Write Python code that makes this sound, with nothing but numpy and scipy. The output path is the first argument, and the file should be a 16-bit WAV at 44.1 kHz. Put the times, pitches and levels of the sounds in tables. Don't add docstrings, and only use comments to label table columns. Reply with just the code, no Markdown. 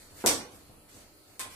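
import sys
import numpy as np
from scipy import signal
from scipy.fft import rfft, irfft
from scipy.io import wavfile
from scipy.ndimage import uniform_filter1d

SR = 44100
rng = np.random.default_rng(int(sys.argv[2]) if len(sys.argv) > 2 else 0)


def ratio_of_db(decibels):
    return 10 ** (np.asarray(decibels, float) / 20)


def wrap_up_sound(samples):
    columns = np.atleast_2d(samples).T
    tamed = np.clip(columns, -1, 1)
    steps = np.round(tamed * 32767).astype(np.int16)
    wavfile.write(sys.argv[1], SR, steps)


N = 68355

CRACK_S, TAP_S = .2616, 1.3946
BALL_PAN_DB = 6


def curve(table, hz):
    table = np.array(table, float)
    return np.interp(np.log(np.maximum(hz, 1)), np.log(table[:, 0]), table[:, 1])


def level(x, db):
    return x * ratio_of_db(db) / np.sqrt(np.mean(x ** 2))


def colour(table, size=4096):
    half = size // 2
    log_gain = curve(table, np.arange(half + 1) * SR / size) * np.log(10) / 20
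    cepstrum = irfft(log_gain)
    cepstrum[1:half] *= 2
    cepstrum[half + 1:] = 0
    click = irfft(np.exp(rfft(cepstrum)))[:half]
    return click / np.abs(click).max()


def shaped(x, table):
    return irfft(rfft(x) * ratio_of_db(curve(table, np.arange(N // 2 + 1) * SR / N)), N)


def place(x, s):
    y = np.zeros(N)
    y[:len(x)] = x
    return irfft(rfft(y) * np.exp(-2j * np.pi * np.arange(N // 2 + 1) * s * SR / N), N)


def pan(db):
    return ratio_of_db(np.array([[db], [-db]]) / 2)


def walk(rate):
    hold = int(SR / rate)
    steps = np.repeat(rng.standard_normal(N // hold + 1), hold)
    return 1.3 * uniform_filter1d(uniform_filter1d(steps, hold), hold)[:N]


# (frequency [Hz], correlation [-1 to 1])
ROOM_LIKENESS = [(60, 0.73), (250, 0.93), (500, 0.62), (1000, 0.3), (2000, 0.038), (16000, 0.065)]


def bands(likeness=None):
    f = np.maximum(np.arange(N // 2 + 1) * SR / N, 1)
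    steady_top_hz = 15050
    mid, side = rfft(rng.standard_normal((2, N))) * (f < steady_top_hz)
    for hz in 22 * 2 ** np.arange(0, 10, .5):
        c = np.clip(curve(ROOM_LIKENESS, hz) if likeness is None else likeness, -1, 1)
        pair = np.sqrt((1 + c) / 2) * mid + np.sqrt((1 - c) / 2) * side * np.array([[1], [-1]])
        window = np.cos(np.pi / 2 * np.clip(2 * np.log2(f / hz), -1, 1)) ** 2
        yield hz, irfft(pair * window, N)


# (frequency [Hz], level when cracked [dB], level when tapped [dB], T60 [s])
BALL_MODES = [(499.3, -23.5, -33, .1), (1161, -20.5, -28, 0.049), (2550, -18, -8, .012),
              (3770, -8, -4.5, 0.0049), (4600, -13, -11, 0.0066), (6075, -6, -32, 0.01),
              (8030, -9.5, -4, 0.011), (8710, 0.5, 1, 0.0052), (9550, -8.5, 1, 0.0082)]


def ball_ring(db, column):
    t = np.arange(SR // 5) / SR
    ring = 0
    for mode in BALL_MODES:
        ring = ring + ratio_of_db(mode[column] - 60 * t / mode[-1]) * np.sin(2 * np.pi * mode[0] * t)
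    return ratio_of_db(db) * ring


def knock(spectrum, ring_db, column):
    x = ball_ring(ring_db, column)
    click = colour(spectrum)
    x[:len(click)] += click
    return x


# (frequency [Hz], level [dB])
CRACK_SPECTRUM = [(300, -30.5), (800, -8), (2500, -2.5), (3100, -3), (4300, 4), (8800, 3), (12000, 1),
                  (16500, -20)]


def crack():
    return ratio_of_db(-8) * place(knock(CRACK_SPECTRUM, -13.5, column=1), CRACK_S)


# (frequency [Hz], level [dB])
TAP_SPECTRUM = [(90, -29.5), (300, -12), (1030, -8), (1750, -10.5), (4000, -8), (8500, -8), (12000, -8),
                (16500, -27)]


def tap():
    return ratio_of_db(-23.5) * place(knock(TAP_SPECTRUM, -15, column=2), TAP_S)


# (frequency [Hz], level [dB])
SNAP_SPECTRUM = [(1500, -25), (3500, -1), (7500, 5), (12000, -1), (16500, -11)]


def snap():
    edge = colour(SNAP_SPECTRUM)
    x = ratio_of_db(-3) * place(edge, CRACK_S) + ratio_of_db(-26) * place(edge, TAP_S)
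    return x * pan(BALL_PAN_DB)


def cavity():
    t = np.arange(SR // 2) / SR
    pitch_hz, rise_s, t60_s = 1045, .005, .16
    waver = .4 * walk(50)[:len(t)]
    hum = np.sin(2 * np.pi * pitch_hz * t + waver)
    hum *= (1 - np.exp(-t / rise_s)) * ratio_of_db(-60 * t / t60_s)
    return ratio_of_db(-40) * place(hum, CRACK_S) + ratio_of_db(-37) * place(hum, TAP_S)


# (frequency [Hz], level [dB])
THUD_SPECTRUM = [(30, -34), (75, -16), (150, -14.5), (260, -2), (400, -3), (540, 1.5), (1000, -12.5),
                 (1600, -16.5), (2100, -24.5), (5000, -63)]


def thud():
    touch_s, rebound_delay_s, rebound_db = .2398, .001745, 9
    dull = colour(THUD_SPECTRUM)
    push = ratio_of_db(rebound_db) * place(dull, touch_s + rebound_delay_s)
    return ratio_of_db(-22) * (push - place(dull, touch_s)) / 2


# (frequency [Hz], level [dB])
WHISTLE_SPECTRUM = [(1800, -30), (2200, -7), (2330, 0), (2460, -7), (3000, -30)]


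def whistle():
    t = np.arange(N) / SR
    centre_s, spread_s = .19, .03
    tone = shaped(rng.standard_normal(N), [(20, -90)] + WHISTLE_SPECTRUM + [(9000, -90)])
    return level(tone, -60) * np.exp(-((t - centre_s) / spread_s) ** 2)


# (time [s], level [dB])
FOOTFALLS = [(.11, -48), (0.174, -48), (.53, -45), (.575, -60), (.61, -53.5), (.695, -44.5), (0.769, -60.5),
             (.85, -58), (.948, -46), (1.288, -55), (1.458, -46.5)]
# (frequency [Hz], level [dB])
FOOT_SPECTRUM = [(40, -1), (90, 4), (300, -3), (700, -4.5), (1300, -16), (2500, -59), (6000, -97)]


def footsteps():
    return sum(ratio_of_db(db) * place(colour(FOOT_SPECTRUM), s) for s, db in FOOTFALLS)


# (start [s], rise [s], hold [s], fall T60 [s], level [dB])
BRUSH_STROKES = [
    (0, 0.00054, .03, 0.56, -55),
    (0.072, 0.031, 0.032, 0.26, -59),
    (0.129, 0.06, 0.14, 0.19, -48.5),
    (0.496, 0.026, .01, 1, -55.5),
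    (.878, 0.014, 0.049, 0.83, -55.5),
    (0.941, .01, 0.07, 0.3, -58.5),
    (1.264, 0.02, 0.065, 0.34, -61.5),
    (1.488, 0.026, .05, .3, -50.5),
]
# (frequency [Hz], level [dB])
BRUSH_SPECTRUM = [(300, -2), (1200, -0.5), (2400, 4.5), (3200, -2), (8000, 2), (11000, 0), (14700, -7.5)]


def brushes():
    t, power = np.arange(N) / SR, 0
    for start, rise, hold, fall, db in BRUSH_STROKES:
        falling = np.maximum(t - start - rise - hold, 0)
        swell = np.clip((t - start) / rise, 0, 1) ** 2
        power = power + ratio_of_db(2 * db - 120 * falling / fall) * swell
    hiss = sum(b * ratio_of_db(curve(BRUSH_SPECTRUM, hz) + 1.6 * walk(25.14)) for hz, b in bands(.1))
    grain_db = 1
    return np.sqrt(power) * level(hiss * ratio_of_db(grain_db * walk(300)), 0)


# (frequency [Hz], level [dB per Hz])
RUMBLE_SPECTRUM = [(12, -17), (20, 9), (43, -15), (91, -8), (172, -16.5), (301, -12), (387, -13),
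                   (566, -16.5), (1500, -24), (1950, -54), (3300, -120)]
# (frequency [Hz], level [dB per Hz])
HISS_SPECTRUM = [(700, -25), (1500, -3.5), (3700, -4), (4350, 4.5), (5500, -8), (8000, -3.5), (11300, 0),
                 (12500, -9.5), (15000, -5.5)]
# (frequency [Hz], rms level [dB])
HUM_TONES = [(301, -72), (587, -74), (1297, -78.5), (1820, -85)]


def background():
    t, swell = np.arange(N) / SR, walk(3.8)
    swell_db, flicker_db = 1, 2
    rumble = sum(b * ratio_of_db(swell_db * swell + flicker_db * walk(11.67)) for hz, b in bands())
    hiss = sum(b * ratio_of_db(2.4 * walk(10.56)) for hz, b in bands(0))
    hum = sum(ratio_of_db(db) * np.sqrt(2) * np.sin(2 * np.pi * f * t + walk(5.83)) for f, db in HUM_TONES)
    return level(shaped(rumble, RUMBLE_SPECTRUM), -59) + level(shaped(hiss, HISS_SPECTRUM), -61) + hum


# (frequency [Hz], T60 [s])
ROOM_DECAY = [(60, 0.72), (170, 0.58), (400, 0.49), (1000, 0.52), (2700, 0.39), (5500, 0.34), (11000, 0.26),
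              (16000, 0.27)]
# (frequency [Hz], left over right [dB])
ROOM_LEAN = [(60, 2), (250, -1), (1000, -3.5), (4000, -2), (8000, 0.5), (14000, 1.5)]


def room(x, wet_db, pan_db, near_db=-14.5, build_s=.017):
    t = np.arange(N) / SR
    tail = 0
    for hz, b in bands():
        tail = tail + b * ratio_of_db(-60 * t / curve(ROOM_DECAY, hz)) * pan(curve(ROOM_LEAN, hz))
    sparse_db, sparse_s = 4, .032
    lumps = ratio_of_db(sparse_db * np.exp(-t / sparse_s) * np.array([walk(900), walk(900)]))
    echo = tail * lumps * np.sqrt(1 - np.exp(-t / build_s)) * ratio_of_db(wet_db)
    first_echo_s, near_t60_s = .0001, .011
    near = ratio_of_db(near_db - 60 * t / near_t60_s) * rng.standard_normal((2, N)) * (t > first_echo_s)
    near[:, 0] = 1
    near[1] = np.roll(near[1], shift=3)
    echo += near * pan(pan_db)
    return signal.fftconvolve(x[None], echo, axes=1)[:, :N]


def scene():
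    soft_near_db = -30
    mix = room(crack(), -14, BALL_PAN_DB)
    mix += room(tap(), -16, BALL_PAN_DB, build_s=.004)
    mix += snap()
    mix += room(cavity(), -36, 0, soft_near_db)
    mix += room(thud(), -20.5, 1.5, soft_near_db, build_s=.005)
    mix += whistle()
    mix += room(footsteps(), -20.5, 0, soft_near_db)
    return mix + brushes() + background()


def thin(x):
    from_hz, sharpening = 1600, 1.1
    gap_share, gap_db, gap_hz, gap_s = .12, -13, 215, .06
    f, t, z = signal.stft(x, SR, nperseg=1024, noverlap=768)
    power = np.abs(z) ** 2 + 1e-18
    local = uniform_filter1d(power, size=9, axis=1)
    gain = np.minimum(power / local, 1.5) ** (sharpening / 2)
    gain *= np.sqrt(local / uniform_filter1d(power * gain ** 2, size=9, axis=1))
    draw = rng.random((int(SR / 2 / gap_hz) + 1, int(t[-1] / gap_s) + 2))
    rows = (f / gap_hz).astype(int)
    cols = (t / gap_s + rng.random(len(draw))[rows][:, None]).astype(int)
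    gain *= np.where(draw[rows[:, None], cols] < gap_share, ratio_of_db(gap_db), 1)
    treble = power[:, f > from_hz].sum(axis=(0, 1))
    gain[:, :, treble > 4 * np.roll(treble, shift=4)] = 1
    gain[:, f < from_hz] = 1
    return signal.istft(z * gain, SR, nperseg=1024, noverlap=768)[1][:, :N]


def band_limit(x):
    return signal.sosfilt(signal.butter(12, 16800, fs=SR, output="sos"), x)


def record(dry):
    squeeze_db, squeeze_ratio, squeeze_s = -17.5, 1.5, .03
    k = np.exp(-1 / (squeeze_s * SR))
    loudness = np.sqrt(signal.lfilter([1 - k], [1, -k], np.mean(dry ** 2, axis=0)))
    x = dry * np.minimum(1, ratio_of_db(squeeze_db) / (loudness + 1e-9)) ** (1 - 1 / squeeze_ratio)
    ceiling = .75
    x = ceiling * np.tanh(x / ceiling)
    mid_side = np.array([[1, 0.96], [1, -1.065]]) / np.sqrt(2)
    x = mid_side @ thin(mid_side @ x)
    top_cut = signal.ellip(8, .2, 70, 16700, fs=SR, output="sos")
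    low_cut = signal.butter(2, 32, "high", fs=SR, output="sos")
    x = signal.sosfilt(low_cut, signal.sosfilt(top_cut, x))
    return band_limit(x)


dry = scene()
out = record(dry)
wrap_up_sound(out)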